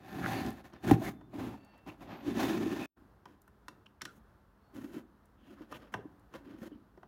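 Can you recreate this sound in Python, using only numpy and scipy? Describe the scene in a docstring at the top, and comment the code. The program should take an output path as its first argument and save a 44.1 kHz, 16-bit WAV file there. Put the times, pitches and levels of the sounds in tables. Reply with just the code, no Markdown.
"""A light plastic box is turned on a wooden desk and set down with a knock at 0.9 s; its feet stick and
slip, so the desk top thrums under the scrape. A power strip is nudged, the box is pushed aside, and near
2.9 s all sound dips briefly. From 3.2 s fingers work a charger into the strip with small clicks, thumps
and rubbing. A small quiet room, one close microphone."""
import sys
import numpy as np
from scipy import signal
from scipy.fft import rfft, irfft, next_fast_len
from scipy.io import wavfile
from scipy.ndimage import map_coordinates

SR = 44100
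rng = np.random.default_rng(int(sys.argv[2]) if len(sys.argv) > 2 else 0)


def wrap_up_sound(samples):
    """Save the sound to the file named by the first command line argument, as 16-bit audio."""
    columns = np.atleast_2d(samples).T
    # keep every value between -1 and 1, then stretch to whole-number steps
    tamed = np.clip(columns, -1, 1)
    steps = np.round(tamed * 32767).astype(np.int16)
    wavfile.write(sys.argv[1], SR, steps)


N = 311854
TIME = np.arange(N) / SR
AGE = np.arange(SR // 2) / SR  # time since a contact


def amp(db):
    """Level to amplitude: a factor of ten for every 20 dB."""
    return 10 ** (np.asarray(db) / 20)


def unit(x):
    """Normalisation to rms 1."""
    return x / np.sqrt(np.mean(x ** 2) + 1e-20)


def along(points, hz):
    """Interpolation of (f/Hz, value) points on a logarithmic frequency axis."""
    f, v = np.transpose(points)
    return np.interp(np.log(hz + 1), np.log(f + 1), v)


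def filtered(x, response):
    """Linear filtering: the spectrum of x times a frequency response."""
    size = next_fast_len(len(x) + SR // 4)
    return irfft(rfft(x, size) * response(np.fft.rfftfreq(size, 1 / SR)), size)[:len(x)]


def coloured(x, spectrum):
    """Spectral shaping by (f/Hz, level/dB) points, at rms 1."""
    return unit(filtered(x, lambda f: amp(along(spectrum, f))))


def modal_sum(f, modes):
    """Modal superposition: the responses of damped resonators add."""
    return sum(amp(db) * 1j * f * width / (hz * hz - f * f + 1j * f * width) for hz, width, db in modes)


def band(x, low_hz, high_hz):
    """Causal band-pass filtering."""
    edges = np.clip([low_hz, high_hz], 10, SR / 2 - 10)
    return signal.sosfilt(signal.butter(2, edges, "band", fs=SR, output="sos"), x)


def wobble(rate):
    """Random modulation: straight lines between random values, rate of them a second."""
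    return map_coordinates(rng.standard_normal(int(N * rate / SR) + 4), [TIME * rate], order=1)


def add(track, s, sound):
    """Superposition of a sound on the track at time s."""
    part = track[max(round(s * SR), 0):][:len(sound)]
    part += sound[:len(part)]


def slips(rate, spread_db, smooth):
    """Stick-slip force: random jerks of uneven size over a share of smooth friction."""
    jerks = (rng.random(N) < rate / SR) * rng.choice([-1, 1], N)
    sizes = amp(spread_db * rng.standard_normal(N))
    return unit(jerks * sizes) + smooth * rng.standard_normal(N)


def burst(low_hz, high_hz, t60):
    """Exponential decay of a noise band after a fast rise, with the energy of 5 ms at rms 1."""
    envelope = (1 - np.exp(-AGE / .0011)) * amp(-60 * AGE / t60)
    x = band(rng.choice([-1, 1], len(AGE)) * envelope, low_hz, high_hz)
    return x / np.sqrt(np.sum(x ** 2) / (SR / 200))


# spectrum of the room air: f/Hz, relative level/dB
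ROOM_AIR = [(20, -41), (50, 7), (70, 1.5), (160, -5.5), (310, -8), (520, -13), (1050, -13.5), (1550, -16.5),
            (2300, -31), (4000, -34), (8000, -43), (13000, -38.5), (15800, -40.5)]
# faint thin whistles: t/s, duration/s, f/Hz, relative level/dB
WHISTLES = [(.73, .13, 3560, -72), (1.11, .2, 3545, -78), (1.46, .46, 2688, -69), (1.52, .3, 4484, -76),
            (1.56, .3, 1792, -73), (4.6, .16, 4390, -82)]
HUM_HZ = 203
def background():
    """Ambient noise floor: broadband air, a faint electrical hum and a few wavering whistles."""
    air = coloured(rng.standard_normal(N), ROOM_AIR)
    out = amp(-64.5 + 1.5 * wobble(4.2)) * air
    out += amp(-73) * np.sin(2 * np.pi * HUM_HZ * TIME + .4 * wobble(2.8))
    for s, length, hz, db in WHISTLES:
        swell = np.sin(np.pi * np.clip((TIME - s) / length, 0, 1))
        gain = amp(db - 2 + 2 * wobble(45))
        pitch = hz * (1 + .008 * wobble(150))
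        out += gain * swell * np.sin(2 * np.pi * np.cumsum(pitch) / SR)
    return out


# reverberation time of the room: f/Hz, T60/s
ROOM_T60 = [(150, 0.89), (1500, .33), (6000, 0.22), (15000, 0.33)]
def room(x):
    """Reverberation: convolution with a diffuse tail, each frequency decaying at its own rate."""
    hz, t, spectra = signal.stft(rng.standard_normal(SR // 2), SR, nperseg=256)
    decay = amp(-60 * t / along(ROOM_T60, hz)[:, None])
    tail = signal.istft(spectra * decay, SR, nperseg=256)[1]
    tail = np.pad(tail, (SR // 200, 0))  # the walls answer after 5 ms
    return signal.fftconvolve(x, tail / np.linalg.norm(tail))[:N]


# dry ticks of the cables and plugs: t/s, level/dB
TICKS = [(.503, -56), (.528, -65), (1.647, -69.5), (1.777, -75), (3.417, -66), (3.477, -70.5), (5.255, -73),
         (6.195, -76)]
def ticks():
    """Light impacts: too weak to drive the desk, they radiate only a short high snap."""
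    out = np.zeros(N)
    for s, db in TICKS:
        add(out, s, amp(db) * burst(5700, 15800, t60=.02))
    return out


# plastic catching as it rubs: t/s, duration/s, f/Hz, bandwidth/Hz, level/dB
SQUEAKS = [(.04, .28, 12800, 1000, -74), (0.216, 0.052, 1540, 700, -44.5),
           (0.241, 0.0079, 1560, 580, -35.5), (0.259, .006, 1580, 596, -34.5), (0.301, .12, 2400, 700, -50),
           (.3, 0.14, 4340, 680, -56.5), (0.882, 0.022, 1600, 400, -44), (1.012, 0.016, 715, 250, -41.5),
           (1.047, 0.056, 2020, 400, -48.5), (1.331, .017, 740, 308, -48), (1.524, 0.035, 840, 199, -52.5),
           (1.884, 0.021, 2530, 450, -51), (2.07, 0.18, 13300, 1500, -75), (2.791, 0.086, 2520, 251, -52.5),
           (3.858, 0.013, 2900, 595, -58.5), (4.01, 0.01, 1930, 1210, -47),
           (4.061, 0.06, 1440, 149.7, -58.5), (5.372, 0.18, 2920, 702, -76), (5.558, .05, 1300, 700, -65),
           (5.732, 0.042, 2820, 900, -56.5), (5.921, .017, 1550, 910, -62),
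           (6.707, 0.046, 3030, 250, -72.5)]
def squeaks():
    """Friction-excited resonance: slips drive one narrow band of the plastic for a moment."""
    out = np.zeros(N)
    for s, length, hz, width, db in SQUEAKS:
        swell = np.sqrt(np.abs(np.sin(np.pi * np.clip(AGE / length, 0, 1))))
        force = slips(rate=1200, spread_db=2, smooth=.5)[:len(AGE)]
        add(out, s, amp(db) * swell * unit(band(force, hz - width / 2, hz + width / 2)))
    return out


# soft bumps of the box's feet and of fingers: t/s, relative level/dB, f/Hz
BUMPS = [(0.46, -32, 241), (1.354, -30, 296), (1.409, -32, 260), (2.276, -23, 288), (2.664, -23.5, 329),
         (4.18, -48.5, 223), (4.966, -29, 294), (5.608, -36.5, 312), (5.99, -38.5, 402), (6.054, -35, 304),
         (6.618, -32, 223), (6.717, -37.5, 294), (6.975, -46.5, 368)]
def bumps():
    """Damped free vibration: a soft contact rings a single low mode of the desk."""
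    out = np.zeros(N)
    envelope = (1 - np.exp(-AGE / 0.00067)) * amp(-60 * AGE / 0.072)
    envelope /= envelope.max()
    for s, db, hz in BUMPS:
        add(out, s, amp(db - 3.5) * envelope * np.sin(2 * np.pi * hz * AGE))
    return out


# modes of the charger and socket: f/Hz, bandwidth/Hz, level/dB
PLUG_MODES = [(1005.4, 28, 0.5), (1510, 100, 1.5), (1835, 110, 3.5), (2680, 52, 7), (3120, 220, 5.5),
              (3970, 140, -8.5), (5520, 340, 3.5), (10040, 400, -2), (14230, 250, 1.5)]
# plastic clicks: t/s, relative level/dB, body f/Hz, hardness (treble over body)/dB
CLICKS = [(.462, -51, 830, -3), (.735, -54, 860, -14), (1.21, -56, 930, -25), (1.863, -56, 900, -22),
          (3.255, -50, 1070, -17), (3.477, -62, 1210, -25), (3.682, -45.5, 1200, -7),
          (3.861, -64, 1204, -11), (4.017, -44, 1560, -1), (4.052, -45.5, 1730, -2.5),
          (5.724, -43, 1070, -20.5), (5.939, -33.5, 1050, -21.5), (6.338, -49.5, 980, -17),
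          (6.617, -62.5, 1400, -18), (6.974, -57, 783, -27), (7.03, -51, 935, -29)]
THUD_DB, SNAP_DB = -2.5, -8.5  # thud relative to body; snap relative to treble
def clicks():
    """Impact excitation: a hollow body, a snap and a thud in the desk, coloured by the plug's modes."""
    out = np.zeros(N)
    for s, db, hz, hardness_db in CLICKS:
        body = burst(hz / 1.56, hz * 1.23, t60=0.03)
        treble = burst(2400, 6800, t60=0.021) + amp(SNAP_DB) * burst(6000, 14500, t60=0.018)
        thud = amp(THUD_DB) * burst(120, 380, t60=0.32)
        add(out, s, amp(db) * (body + amp(hardness_db) * treble + thud))
    return filtered(out, lambda f: 1 + modal_sum(f, PLUG_MODES))


LIGHT_TOUCH_DB = -45  # reference level for the growth of grit and boom
GRIT_GROWTH, BOOM_GROWTH = 1.1, 1.11  # dB of grit per dB of scrape; dB of boom per dB of thrum
def slide(curve, grit_db):
    """Scrape, thrum and grit envelopes of a long slide; grit grows as a power law of the scrape."""
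    s, scrape_db, thrum_db = np.transpose(curve)
    moving = np.interp(TIME, [s[0] - .01, s[0], s[-1], s[-1] + .03], [0, 1, 1, 0])
    gritty_db = scrape_db + grit_db + (GRIT_GROWTH - 1) * (scrape_db - LIGHT_TOUCH_DB)
    return [moving * amp(np.interp(TIME, s, db)) for db in (scrape_db, thrum_db, gritty_db)]


STROKE_RANGE_DB, EASE = 20, 1.1  # swing over a rise or fall; an exponent above 1 rounds off the top
def strokes(rows):
    """Scrape, thrum and grit envelopes: friction noise follows speed as a stroke rises, holds, falls."""
    gains = np.zeros((3, N))
    for s, rise, hold, fall, *levels_db in rows:
        slowness = np.clip(np.maximum((s + rise - TIME) / rise, (TIME - s - rise - hold) / fall), 0, 10)
        envelope = amp(-STROKE_RANGE_DB * slowness ** EASE)
        gains = np.maximum(gains, np.outer(amp(levels_db), envelope))
    return gains


# low bending modes and higher panel modes of the desk top: f/Hz, bandwidth/Hz, relative level/dB
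BENDING_MODES = [(73, 16, -5), (117, 16, 0), (138, 28, -7), (167, 20, -1)]
PANEL_MODES = [(238, 35, -2), (280, 45, 0), (325, 45, -2), (365, 45, -10)]
# modes of the plastic shell: f/Hz, bandwidth/Hz, relative level/dB
SHELL_MODES = [(785, 65, 0), (1045, 40, -2), (1780, 100, -2), (2250, 50, -5), (2560, 110, -3),
               (3560, 45, -1)]
# spectrum of the fine grit in a scrape: f/Hz, relative level/dB
GRIT_SPECTRUM = [(4500, -20.5), (6500, 0), (8300, -8), (10500, -3), (13000, -2.5), (15800, -5.5)]
def drag(gains, spectrum, rate, spread_db, shell_db, judder_db, boom_db, shell_modes=SHELL_MODES):
    """Forced vibration: one stick-slip force drives desk and shell; heavy pressure adds boom."""
    scrape, thrum, grit = gains
    boom = amp(boom_db) * thrum * (thrum / amp(LIGHT_TOUCH_DB) + 1e-9) ** (BOOM_GROWTH - 1)
    force = slips(rate, spread_db, smooth=1.0) * amp(judder_db * wobble(90))
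    desk = lambda modes: filtered(force, lambda f: modal_sum(f, modes))
    shell = lambda f: 1 + amp(shell_db) * modal_sum(f, shell_modes)
    rasp = unit(filtered(force, lambda f: amp(along(spectrum, f)) * shell(f)))
    fizz = coloured(force + .7 * rng.standard_normal(N), GRIT_SPECTRUM)
    bending = unit(band(desk(BENDING_MODES), 55, 230))
    panel = unit(band(desk(PANEL_MODES), 160, 400))
    return boom * bending + thrum * panel + scrape * rasp + grit * fizz


# spectrum of fingers on plastic: f/Hz, relative level/dB
GRIP_SPECTRUM = [(260, -6), (520, 7.5), (720, -4.5), (1000, -4.5), (1550, -7.5), (2200, -13.5), (3000, -17),
                 (5000, -22.5), (8000, -58), (11000, -61)]
# rubs on the charger: t/s, rise/s, hold/s, fall/s, scrape level/dB, thrum level/dB, grit level/dB
FINGER_RUBS = [(3.25, 0.035, 0.036, 0.072, -64, -59.5, -81.5), (4.06, 0.065, 0.055, .02, -75, -72.5, -77),
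               (4.728, 0.023, 0.1, 0.17, -57.5, -48.5, -69.5), (4.88, 0.04, 0.064, 0.044, -54.5, -45, -69),
               (5.39, 0.12, 0.032, 0.056, -61, -54, -77), (5.55, 0.054, 0.027, .06, -59, -57, -78.5),
               (5.69, 0.037, 0.032, 0.052, -50.5, -56, -66), (5.78, 0.038, 0.015, 0.1, -59, -59.5, -81),
               (5.918, 0.0069, 0.023, 0.031, -61, -55, -69.5),
               (6.315, 0.032, 0.012, 0.051, -50, -50.5, -68.5),
               (6.39, 0.067, 0.1, 0.092, -61.5, -51, -82.5),
               (6.56, 0.05, 0.068, 0.016, -55.5, -50.5, -69.5),
               (6.69, 0.023, 0.042, 0.082, -67, -53.5, -100)]
def finger_rubs():
    """Skin friction: juddering fingers excite the modes of the charger and socket."""
    return drag(strokes(FINGER_RUBS), GRIP_SPECTRUM, rate=900, spread_db=-1,
                shell_db=-5.5, judder_db=3, boom_db=-14, shell_modes=PLUG_MODES)


# spectrum of the sliding strip: f/Hz, relative level/dB
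STRIP_SPECTRUM = [(260, -68), (520, 1), (820, -1), (1100, -6.5), (1700, -12.5), (2700, -15), (5000, -25.5),
                  (8000, -47), (11000, -67)]
# nudges of the strip: t/s, rise/s, hold/s, fall/s, scrape level/dB, thrum level/dB, grit level/dB
STRIP_NUDGES = [(1.325, 0.017, 0.023, 0.076, -52.5, -47, -68.5),
                (1.325, 0.067, 0.081, 0.14, -48.5, -40.5, -65.5), (1.53, 0.054, 0.21, 0.11, -66, -87, -104),
                (1.858, 0.02, 0.012, 0.07, -49.5, -46.5, -69), (1.98, 0.039, 0.015, 0.071, -53, -49.5, -71),
                (2.03, 0.05, 0.064, 0.2, -49.5, -48.5, -80)]
def strip_nudges():
    """Sliding friction: the power strip's dense slips merge into a scrape with little shell resonance."""
    return drag(strokes(STRIP_NUDGES), STRIP_SPECTRUM, rate=2700, spread_db=2,
                shell_db=-8, judder_db=2.5, boom_db=-4.5)


# spectrum of the pushed box: f/Hz, relative level/dB
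PUSH_SPECTRUM = [(260, -26), (480, 7.5), (800, 0), (1250, -2), (1750, -3.5), (2150, -8), (3500, -9.5),
                 (6000, -19), (8000, -33), (11000, -50)]
# course of the push: t/s, scrape level/dB, thrum level/dB
BOX_PUSH = [(2.22, -61.5, -57), (2.274, -46.5, -34.5), (2.334, -49, -37.5), (2.37, -43, -33),
            (2.408, -35.5, -38.5), (2.43, -35.5, -32), (2.598, -46, -34.5), (2.838, -46, -40),
            (2.85, -45.5, -44)]
def box_push():
    """Sustained stick-slip: nearly even jerks drive the desk's panel modes as the box is pushed aside."""
    return drag(slide(BOX_PUSH, grit_db=-16), PUSH_SPECTRUM, rate=1400, spread_db=0.5,
                shell_db=2.5, judder_db=1.5, boom_db=-12)


# spectrum of the turning box: f/Hz, relative level/dB
TURN_SPECTRUM = [(260, -37.5), (500, 2.5), (720, 2.5), (950, -4.5), (1600, -4), (2400, -12), (4400, -15.5),
                 (6000, -27), (8000, -53.5), (11000, -64.5)]
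# course of the turn: t/s, scrape level/dB, thrum level/dB
BOX_TURN = [(0.0, -65.5, -58.5), (0.086, -54.5, -57), (0.148, -49.5, -42), (0.258, -43, -38.5),
            (0.292, -39, -42), (0.482, -45.5, -38), (0.542, -57, -51.5), (0.6, -56.5, -58.5)]
# short shoves of the box: t/s, rise/s, hold/s, fall/s, scrape level/dB, thrum level/dB, grit level/dB
BOX_SHOVES = [(.632, 0.013, .022, 0.057, -57.5, -61, -71), (.71, 0.024, 0.047, .05, -61.5, -56, -87),
              (.815, 0.031, .03, .03, -46, -42, -60.5), (.83, .055, 0.055, 0.028, -40.5, -31.5, -53.5),
              (.94, .025, 0.037, 0.1, -56.5, -42, -75.5), (.965, 0.088, 0.035, 0.039, -43.5, -40.5, -54)]
def box_turn():
    """Coarse stick-slip: the feet ring shell and desk as the box is turned, then shoved into place."""
    turn = drag(slide(BOX_TURN, grit_db=-15), TURN_SPECTRUM, rate=800, spread_db=2,
                shell_db=4.5, judder_db=1, boom_db=-3)
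    shoves = drag(strokes(BOX_SHOVES), TURN_SPECTRUM, rate=800, spread_db=1.5,
                  shell_db=2.5, judder_db=1.5, boom_db=-4.5)
    return turn + shoves


# modes of the struck desk: f/Hz, relative level/dB, T60/s, build-up/s, delay/s
STRUCK_MODES = [(72, -25, .2, .006, .006), (120, -12, .17, .005, .009), (163, -11, .12, .004, .009),
                (240, -17, .09, .003, .004), (292, 7.5, .034, .003, .0036), (348, -16, .08, .003, .003),
                (570, -29, .07, .002, 0), (785, -9, .048, .001, 0)]
# spectrum of a blow's first touch: f/Hz, relative level/dB
CRACK_SPECTRUM = [(300, -13.5), (700, 9), (3000, -5.5), (8000, -17.5), (15000, -12.5)]
# blows on the desk: t/s, gain/dB, gain of the modes above 500 Hz/dB, relative crack level/dB
BLOWS = [(.911, -5, 0, -22), (.962, -22, -12, -35), (5.94, -31, -12, -25)]
def knocks():
    """Impulse response of a plate: the contact cracks first, and the heavy desk modes answer last."""
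    out = np.zeros(N)
    for s, db, bright_db, crack_db in BLOWS:
        ring = 0
        for hz, level, t60, build, delay in STRUCK_MODES:
            t = np.maximum(AGE - delay, 0)
            decay = amp(level + bright_db * (hz > 500) - 60 * t / t60)
            ring -= decay * (1 - np.exp(-t / build)) * np.sin(2 * np.pi * hz * t)
        crack = coloured(rng.standard_normal(len(AGE)), CRACK_SPECTRUM)
        add(out, s, amp(db) * (ring + amp(crack_db - 60 * AGE / 0.0387) * crack))
    return out


# a brief dip of the whole sound: t/s, gain/dB
LEVEL_DIP = [(2.859, 0), (2.863, -30), (2.9, -42), (2.955, -38), (2.972, 0)]
def scene():
    """Superposition of direct sound, reverberation and background; the level dips once."""
    low = knocks() + bumps()
    sharp = clicks() + ticks()
    rubbing = box_turn() + strip_nudges() + box_push() + finger_rubs() + squeaks()
    reverberation = room(amp(-17.5) * (low + rubbing) + amp(-12) * sharp)
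    mix = low + sharp + rubbing + reverberation + background()
    dip = amp(np.interp(TIME, *np.transpose(LEVEL_DIP)))
    return (mix * dip)[None]


BOTTOM_HZ, TOP_HZ = 44, 15850
def record(dry):
    """Band limiting: the microphone drops the deepest bass, and nothing is kept above TOP_HZ."""
    thinned = signal.sosfilt(signal.butter(4, BOTTOM_HZ, "high", fs=SR, output="sos"), dry[0])
    return filtered(thinned, lambda f: f < TOP_HZ)[None]


dry = scene()
out = record(dry)
wrap_up_sound(out)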